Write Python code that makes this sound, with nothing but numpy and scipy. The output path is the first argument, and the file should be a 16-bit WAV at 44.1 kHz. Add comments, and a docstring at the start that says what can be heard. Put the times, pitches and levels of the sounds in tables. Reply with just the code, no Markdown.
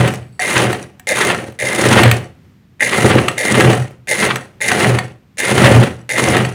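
"""A sewing machine driven by a small mains motor and toothed belt, a hand's width from a phone in a quiet room.
It is heard first coasting to a stop, and a thin singing lingers. Nine short presses of the pedal follow:
power bites with a bracket groan and kicks at twice the mains, brushes hiss and the ringing shell blurs to a roar.
Gears clatter, the table booms, knocks and metal clicks break in; with the power off, narrow tones sing as it slows.
Room rumble and hum lie behind throughout, and the microphone clips the loudest peaks."""
import sys
import numpy as np
from scipy import signal
from scipy.fft import rfft, irfft
from scipy.io import wavfile
from scipy.ndimage import uniform_filter1d

SR = 44100
rng = np.random.default_rng(int(sys.argv[2]) if len(sys.argv) > 2 else 0)


def unload_wav(signal):
    """Save mono or channel-first audio to the path in sys.argv[1] as 16-bit WAV at rate SR, clipped to [-1, 1]."""
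    wavfile.write(
        sys.argv[1],
        SR,
        np.round(np.clip(np.atleast_2d(signal).T, -1, 1) * 32767).astype(np.int16),
    )


def voltage_ratio(decibels):
    """Convert decibels (scalar or array-like) to amplitude ratios, 20 dB per decade."""
    exponent = np.asarray(decibels, float) / 20
    return 10 ** exponent


N = 288414
T = np.arange(N) / SR
BUZZ_HZ = 99.96  # half cycles of the mains per second

# narrow modes that sing as the machine coasts and ring under clicks: (frequency [Hz], width [Hz], level [dB])
COASTING = [(737.7, 18, 17.5), (1275, 32, -3.5), (1870, 23, 16), (4510, 51, 0.5), (5850, 230, -4),
            (7960, 58, 2), (9200, 150, -5), (10140, 140, -10)]


def unit(x):
    """Scale to rms 1."""
    return x / np.sqrt(np.mean(x ** 2))


def ring(x, modes):
    """Sum of two-pole resonances of alternating sign; modes: (frequency [Hz], width [Hz], level [dB])."""
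    total = 0
    for k, (hz, width, db) in enumerate(modes):
        b, a = signal.iirpeak(hz, hz / width, SR)
        total = total + (-1) ** k * voltage_ratio(db) * signal.lfilter(b, a, x)
    return total


def colour(x, points):
    """Causal filter through (frequency [Hz], level [dB]) points, minimum phase from the folded cepstrum."""
    hz, db = np.transpose(points)
    size = 4096
    bins_hz = np.arange(size // 2 + 1) * SR / size
    response_db = np.interp(np.log(bins_hz + 1), np.log(hz), db)
    cepstrum = irfft(np.log(voltage_ratio(response_db)))
    cepstrum[1:size // 2] *= 2
    cepstrum[size // 2 + 1:] = 0
    impulse = irfft(np.exp(rfft(cepstrum)))[:size // 2]
    return signal.fftconvolve(x, impulse)[:N]


def walk(rate):
    """Random levels held 1 / rate s and slewed; rms 1."""
    hold = int(SR / rate)
    levels = rng.standard_normal(N // 100)[np.arange(N) // hold]
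    return unit(uniform_filter1d(levels, hold))


def grains(rate, spread_db):
    """Noise made of tiny contacts, on average rate per second, of unequal but limited spread in size."""
    hit = rng.random(N) < rate / SR
    size = voltage_ratio(spread_db * np.minimum(rng.exponential(size=N), 3))
    return unit(hit * rng.standard_normal(N) * size)


def burst(rise_s, fall_s):
    """Envelope of one contact, peak 1."""
    t = np.arange(SR // 10) / SR
    shape = (1 - np.exp(-t / rise_s)) * np.exp(-t / fall_s)
    return shape / shape.max()


def controls():
    """The pedal spins the machine up, friction stops it; current and speed set the gains of the four layers."""
    # presses of the pedal: (time [s], held [s], speed it heads for [stitches/s], coasting [s],
    # level of the first half cycle for shell and hiss [dB])
    presses = [(-0.3, 0.27, 33.8, 0.23, 0), (0.394, 0.23, 26.5, 0.26, -4), (1.071, 0.23, 21.3, 0.25, 0.5),
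               (1.589, 0.42, 26.3, 0.24, -9), (2.796, 0.31, 28.6, 0.3, -18), (3.369, 0.28, 31.2, 0.24, -21),
               (4.073, 0.19, 23.7, 0.23, -6.5), (4.605, 0.24, 32.1, 0.25, -9.5),
               (5.372, 0.32, 34.4, 0.28, -12.5), (6.092, 0.25, 31.4, 0.23, -3.5)]
    # shell, hiss, clatter, boom: (level from starting current [dB], level from motion at speed 1 [dB],
    # rise per doubling of speed [dB], fastest fading before any table lag [dB/s])
    layers = [(-16, -20, 13.5, 232), (-26.5, -29, 6.5, 221), (-32.5, -12, 10, 164.5), (-33, -11, 20, 139)]
    starts = np.transpose(presses)[0]
    latest = np.searchsorted(starts, T, side="right") - 1
    on_s, held_s, aim, coast_s, first_db = np.transpose(presses)[:, latest]
    since = T - on_s

    # speed 1 is 20 stitches/s; a curve above 1 holds the flywheel's speed at first and stops it abruptly
    spin_up_s, coast_curve = 0.27, 1.184
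    rise = 1 - np.exp(-np.minimum(since, held_s) / spin_up_s)
    slowing = 1 - np.clip((since - held_s) / coast_s, 0, 1) ** coast_curve
    speed = aim / 20 * rise * slowing

    # share of the starting current that is gone at speed 1; time the current takes to switch off
    sag, switch_off_s = 0.27, 0.023
    current = (1 - sag * speed) * np.clip(1 - (since - held_s) / switch_off_s, 0, 1)

    current_db, motion_db, doubling_db, fading = np.transpose(layers)[:, :, None]
    motion = voltage_ratio(motion_db + doubling_db * np.log2(speed + 1e-6))
    db = 20 * np.log10(np.hypot(voltage_ratio(current_db) * current, motion))
    db[:2] += first_db * (since < 1 / BUZZ_HZ)
    # the heavy parts take longer to wake
    db[2:] += np.array([[-20], [-14]]) * np.exp(-since / 0.011)
    # nothing dies faster than its own ring
    gain = voltage_ratio(np.maximum.accumulate(db + fading * T, axis=1) - fading * T)

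    table_lag_s = 0.035  # the table takes time to swing up
    keep = np.exp(-1 / (table_lag_s * SR))
    gain[3] = signal.lfilter([1 - keep], [1, -keep], gain[3], zi=[gain[3, 0]])[0]
    return gain, since


def mains_kicks(since):
    """Each half cycle of mains kicks the motor; the kicks blur as it gains speed."""
    phase = (T + 0.0008) * BUZZ_HZ
    size = voltage_ratio(3 * rng.standard_normal(N // 100))
    kick = size[phase.astype(int)] * np.exp(-(phase % 1) / 0.2)
    depth = np.clip(0.69 * np.exp(-since / 0.21), 0, 1)
    return 1 - depth + 2.97 * depth * kick


def motor_shell(gate, strain):
    """Kicks ring the shell at first, a broad roar takes over, and the bracket groans as the belt takes the load."""
    # ring of the motor shell: (frequency [Hz], width [Hz], level [dB])
    shell_modes = [(850, 41, -10.5), (1579, 47, -8), (1740, 120, -5.5), (1870, 76, -1), (1925, 68, 1.5),
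                   (2090, 30, 7), (2230, 110, -9), (2390, 61, -5), (2720, 250, -13.5), (3670, 76, -11)]
    # roar at speed: (frequency [Hz], level [dB])
    roar_tone = [(530, -31.5), (900, -3), (1750, -3), (1880, 0), (2190, -7), (3200, -7.5), (5000, -23.5),
                 (6500, -45.5), (11000, -120)]
    # groan of the motor bracket: (frequency [Hz], width [Hz], level [dB])
    bracket_modes = [(500.5, 52, -2.5), (623, 42, -7.5)]
    # moments of added load: (time [s], level [dB])
    groan_times = [(0.45, 1), (1.122, 7), (1.636, 5), (2.85, -8), (3.415, 2.5), (4.125, -1), (4.65, -12),
                   (5.41, -14), (6.15, 1)]

    kicked = (0.37 + 0.66 * gate) * voltage_ratio(1.56 * walk(60)) * grains(6000, 1.3)
    ringing = unit(ring(kicked, shell_modes))
    roar = unit(colour(voltage_ratio(4.4 * walk(50)) * grains(5000, 1.7), roar_tone))

    groan_length_s = 0.015  # to either side of its peak
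    bite = sum(voltage_ratio(db) * np.exp(-((T - s) / groan_length_s) ** 2) for s, db in groan_times)
    load = 0.58 * strain + bite
    groan = voltage_ratio(-10) * load * unit(ring(grains(6000, 1.3), bracket_modes))
    # a groan also lifts the ring of the shell a little
    ring_size = 0.3 + 0.5 * strain + 0.16 * bite
    return ring_size * ringing + voltage_ratio(2) * (1 - 0.95 * strain) * roar + groan


def brush_hiss(gate, strain):
    """Brush contacts hiss in time with the kicks, and their holders whistle most under strain."""
    # tone of the hiss: (frequency [Hz], level [dB])
    hiss_tone = [(2350, -33), (4000, -2), (5130, -8), (6360, -4.5), (7620, -7.5), (9890, -0.5),
                 (10400, -13), (11100, -21.5), (14900, -15), (16000, -26)]
    # whistle of the brush gear: (frequency [Hz], width [Hz], level [dB])
    whistle_modes = [(6530, 90, 2), (6960, 63, -1), (7470, 80, -4), (8540, 56, -1), (8900, 70, -11),
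                     (9450, 170, -3.5), (10120, 290, 1.5)]
    flicker = gate * voltage_ratio(1.1 * walk(70))
    broad = unit(colour(flicker * grains(12000, 1.1), hiss_tone))
    whistle = unit(ring(flicker * grains(13000, 2.7), whistle_modes))
    return unit(broad + voltage_ratio(0.5) * (0.21 + 0.6 * strain) * whistle)


def loose_ticks():
    """Loose ticks among the hiss, about 41 a second, each a short burst through broad resonances."""
    ticks = signal.fftconvolve(grains(41, 2.5), burst(0.00058, 0.002))[:N] * rng.standard_normal(N)
    return voltage_ratio(-7) * unit(ring(ticks, [(2600, 1100, 0.5), (6300, 1500, 0.5), (9300, 1100, -1.5)]))


def coasting_song(coast):
    """As the hiss dies the ticks of the slowing rotor stand out and ring a few narrow modes."""
    return voltage_ratio(2) * coast * unit(ring(voltage_ratio(7.8 * walk(35)) * grains(1000, 5.2), COASTING))


def lingering_song():
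    """A faint thin singing from some of the narrow modes after the first stop."""
    middle_s, half_length_s, level_db = 0.3, 0.12, -58.5
    envelope = np.exp(-((T - middle_s) / half_length_s) ** 4)
    thin_modes = COASTING[3:4] + COASTING[5:]
    return voltage_ratio(level_db) * envelope * unit(ring(voltage_ratio(3.5 * walk(30)) * grains(1000, 3.1), thin_modes))


def motor(shell, hiss, since):
    """Current and speed drive the shell and brushes; the coasting tones emerge as the hiss fades."""
    gate = mains_kicks(since)
    strain = np.exp(-(since / 0.18) ** 2)
    coast = 1 / (1 + (hiss / voltage_ratio(-31.5)) ** 2)
    brushes = voltage_ratio(2) * (1 - 0.5 * coast) * brush_hiss(gate, strain)
    hissing = hiss * (loose_ticks() + brushes + coasting_song(coast))
    return lingering_song() + shell * motor_shell(gate, strain) + hissing


def works(clatter, boom):
    """Gears, belt teeth and levers rattle the casing and keep the table top swinging; knocks hit both harder."""
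    # ring of casing and bed: (frequency [Hz], width [Hz], level [dB])
    casing_modes = [(223.8, 20, 0.5), (293, 28, 0), (332.3, 34, 2.5), (413.3, 11, -1), (499, 73, 0),
                    (566, 30, -8), (753, 32, -1), (917, 80, -11), (1220, 92, -14.5), (1457, 29, -11)]
    # tone of the clatter: (frequency [Hz], level [dB])
    clatter_tone = [(100, -27.5), (170, -3), (285, -2.5), (389, -1), (718, -5.5), (830, -13.5), (3000, -17),
                    (3900, -46), (6600, -120)]
    # knocks of the needle drive: (time [s], level [dB])
    knock_times = [(0.561, -5), (0.641, -16), (1.114, -18.5), (1.482, -12.5), (1.634, -16), (1.849, -5.5),
                   (1.912, 5.5), (1.961, 7), (2.009, 1), (2.986, -6.5), (3.045, 6.5), (3.102, 4),
                   (3.153, 6.5), (3.205, -17), (3.515, -3.5), (3.591, -7), (3.639, 3), (3.691, -1.5),
                   (4.265, -5), (4.716, -6.5), (4.794, -12), (5.519, -4), (5.573, -1.5), (5.618, 3),
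                   (5.666, 7), (5.708, 2), (5.762, 6), (5.816, -0.5), (6.221, -5), (6.299, -3.5),
                   (6.363, -16)]
    table_hz, table_width_hz = 125, 12

    uneven = voltage_ratio(1.3 * walk(45))
    rattle = unit(colour(uneven * grains(4000, 2), clatter_tone))
    rattle = rattle + voltage_ratio(-4.5) * unit(ring(uneven * grains(4000, 3.8), casing_modes))

    wandering_hz = table_hz + 4 * walk(14)
    swing = voltage_ratio(5.5 * walk(30)) * np.sin(2 * np.pi * np.cumsum(wandering_hz) / SR)
    rumble = unit(ring(rng.standard_normal(N), [(82, 24, -5), (139, 37, 1)]))
    shake = unit(swing) + voltage_ratio(-4) * rumble

    blows = np.zeros(N + SR // 10)
    shape = burst(0.0008, 0.0015)
    for s, db in knock_times:
        rough = 1 + 1.8 * rng.standard_normal(len(shape))
        blows[int(s * SR):][:len(shape)] += voltage_ratio(db) * shape * rough
    knocks = voltage_ratio(5.5) * ring(blows[:N], casing_modes)
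    knocks = knocks + voltage_ratio(6) * ring(blows[:N], [(table_hz, table_width_hz, 0)])

    # a table top is too small to radiate deep bass
    small = signal.butter(3, 73, "high", fs=SR, output="sos")
    return signal.sosfilt(small, clatter * voltage_ratio(-0.52) * unit(rattle) + boom * voltage_ratio(2.2) * unit(shake) + knocks)


def clicks():
    """A few ms of scraping metal: a broad clack, a spray of treble and a short ring of the narrow modes."""
    # metal clicks: (time [s], level [dB], pitch [Hz], treble [dB])
    click_times = [(0.0755, -9.5, 2720, -8.5), (0.104, -20, 2780, -11), (0.1375, -21, 1700, -4),
                   (0.227, -37, 3140, -17.5), (0.728, -6.5, 1870, -14), (0.8377, -27, 1870, -22),
                   (0.9956, -29, 2370, 0), (1.2467, -11, 2000, -9), (1.3454, -7, 1870, -27),
                   (1.5216, -37, 3070, -3), (2.0327, 3.5, 2520, -14), (2.1126, 0.5, 2860, -7),
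                   (3.282, 0.5, 2860, -21), (3.6059, 2, 1660, -16.5), (3.7299, -3.5, 1850, -22.5),
                   (3.907, -40.5, 2020, -4), (4.2621, -5.5, 1850, -19.5), (4.357, -3.5, 1870, -15.5),
                   (4.7149, 2, 1940, -19.5), (4.9861, -0.5, 1866, -25), (5.5781, 2, 2630, -22),
                   (6.3665, 0.5, 1870, -24), (6.4484, -8, 1870, -24.5)]
    out, struck = np.zeros((2, N + SR // 10))
    for s, db, hz, treble_db in click_times:
        scrape = burst(0.0011, 0.003) * rng.standard_normal((2, SR // 10))
        clack = ring(ring(scrape[0], [(hz, 1600, 5), (1000, 900, 3)]), [(2000, 2200, 0.0027)])
        spray = voltage_ratio(treble_db) * ring(scrape[1], [(7600, 1400, 0.5), (14700, 1500, -2)])
        out[int(s * SR):][:SR // 10] += voltage_ratio(db) * (clack + spray)
        struck[int(s * SR):][:SR // 10] += voltage_ratio(db) * scrape[0]
    return out[:N] + voltage_ratio(-4) * ring(struck[:N], COASTING)


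def walls(dry, t60_s=0.29, wet_db=-14):
    """A short dull tail of decaying noise from a small furnished room."""
    t = np.arange(SR // 2) / SR
    dull = signal.lfilter([1], [1, -0.6], rng.standard_normal(len(t)))
    tail = dull * np.exp(-np.log(1000) * t / t60_s) * (t > 0.004)
    return dry + voltage_ratio(wet_db) * signal.fftconvolve(dry, tail / np.sqrt(np.sum(tail ** 2)))[:N]


def room():
    """Soft rumble of slowly wavering noise and a faint steady mains hum."""
    # tone of the rumble: (frequency [Hz], level [dB])
    room_tone = [(15, -47.5), (25, -26.5), (64, -6.5), (92, -0.5), (200, -3), (591, -24.5), (2110, -27.5),
                 (11000, -46), (14800, -42), (16000, -50.5)]
    # mains hum: (frequency [Hz], level [dB])
    hum_tones = [(100., -60), (200., -56.5)]
    hum = sum(voltage_ratio(db) * np.sin(2 * np.pi * hz * T) for hz, db in hum_tones)
    rumble = unit(colour(voltage_ratio(1.4 * walk(5.1)) * rng.standard_normal(N), room_tone))
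    return voltage_ratio(-48) * rumble + hum


def scene():
    """Machine on its table in a quiet room."""
    (shell, hiss, clatter, boom), since = controls()
    # the uneven load of stitching jolts shell and clatter alike, and the hiss a little less
    jolt_db = 0.83 * walk(40) + 1.9 * walk(130)
    running = motor(shell * voltage_ratio(jolt_db), hiss * voltage_ratio(0.8 * jolt_db), since)
    machine = running + works(clatter * voltage_ratio(jolt_db), boom) + clicks()
    return (walls(machine) + room())[None]


def low_pass(x):
    """Removes everything above the highest recorded frequency."""
    return signal.sosfilt(signal.butter(12, 16270, fs=SR, output="sos"), x)


def record(dry):
    """The close phone microphone clips the loudest peaks, and a steep filter cuts the top above 15.9 kHz."""
    clipped = np.clip(dry, -1, 1)
    top_cut = signal.ellip(8, 0.2, 70, 15900, fs=SR, output="sos")
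    mix = signal.sosfilt(top_cut, clipped)
    return low_pass(mix)


dry = scene()
out = record(dry)
unload_wav(out)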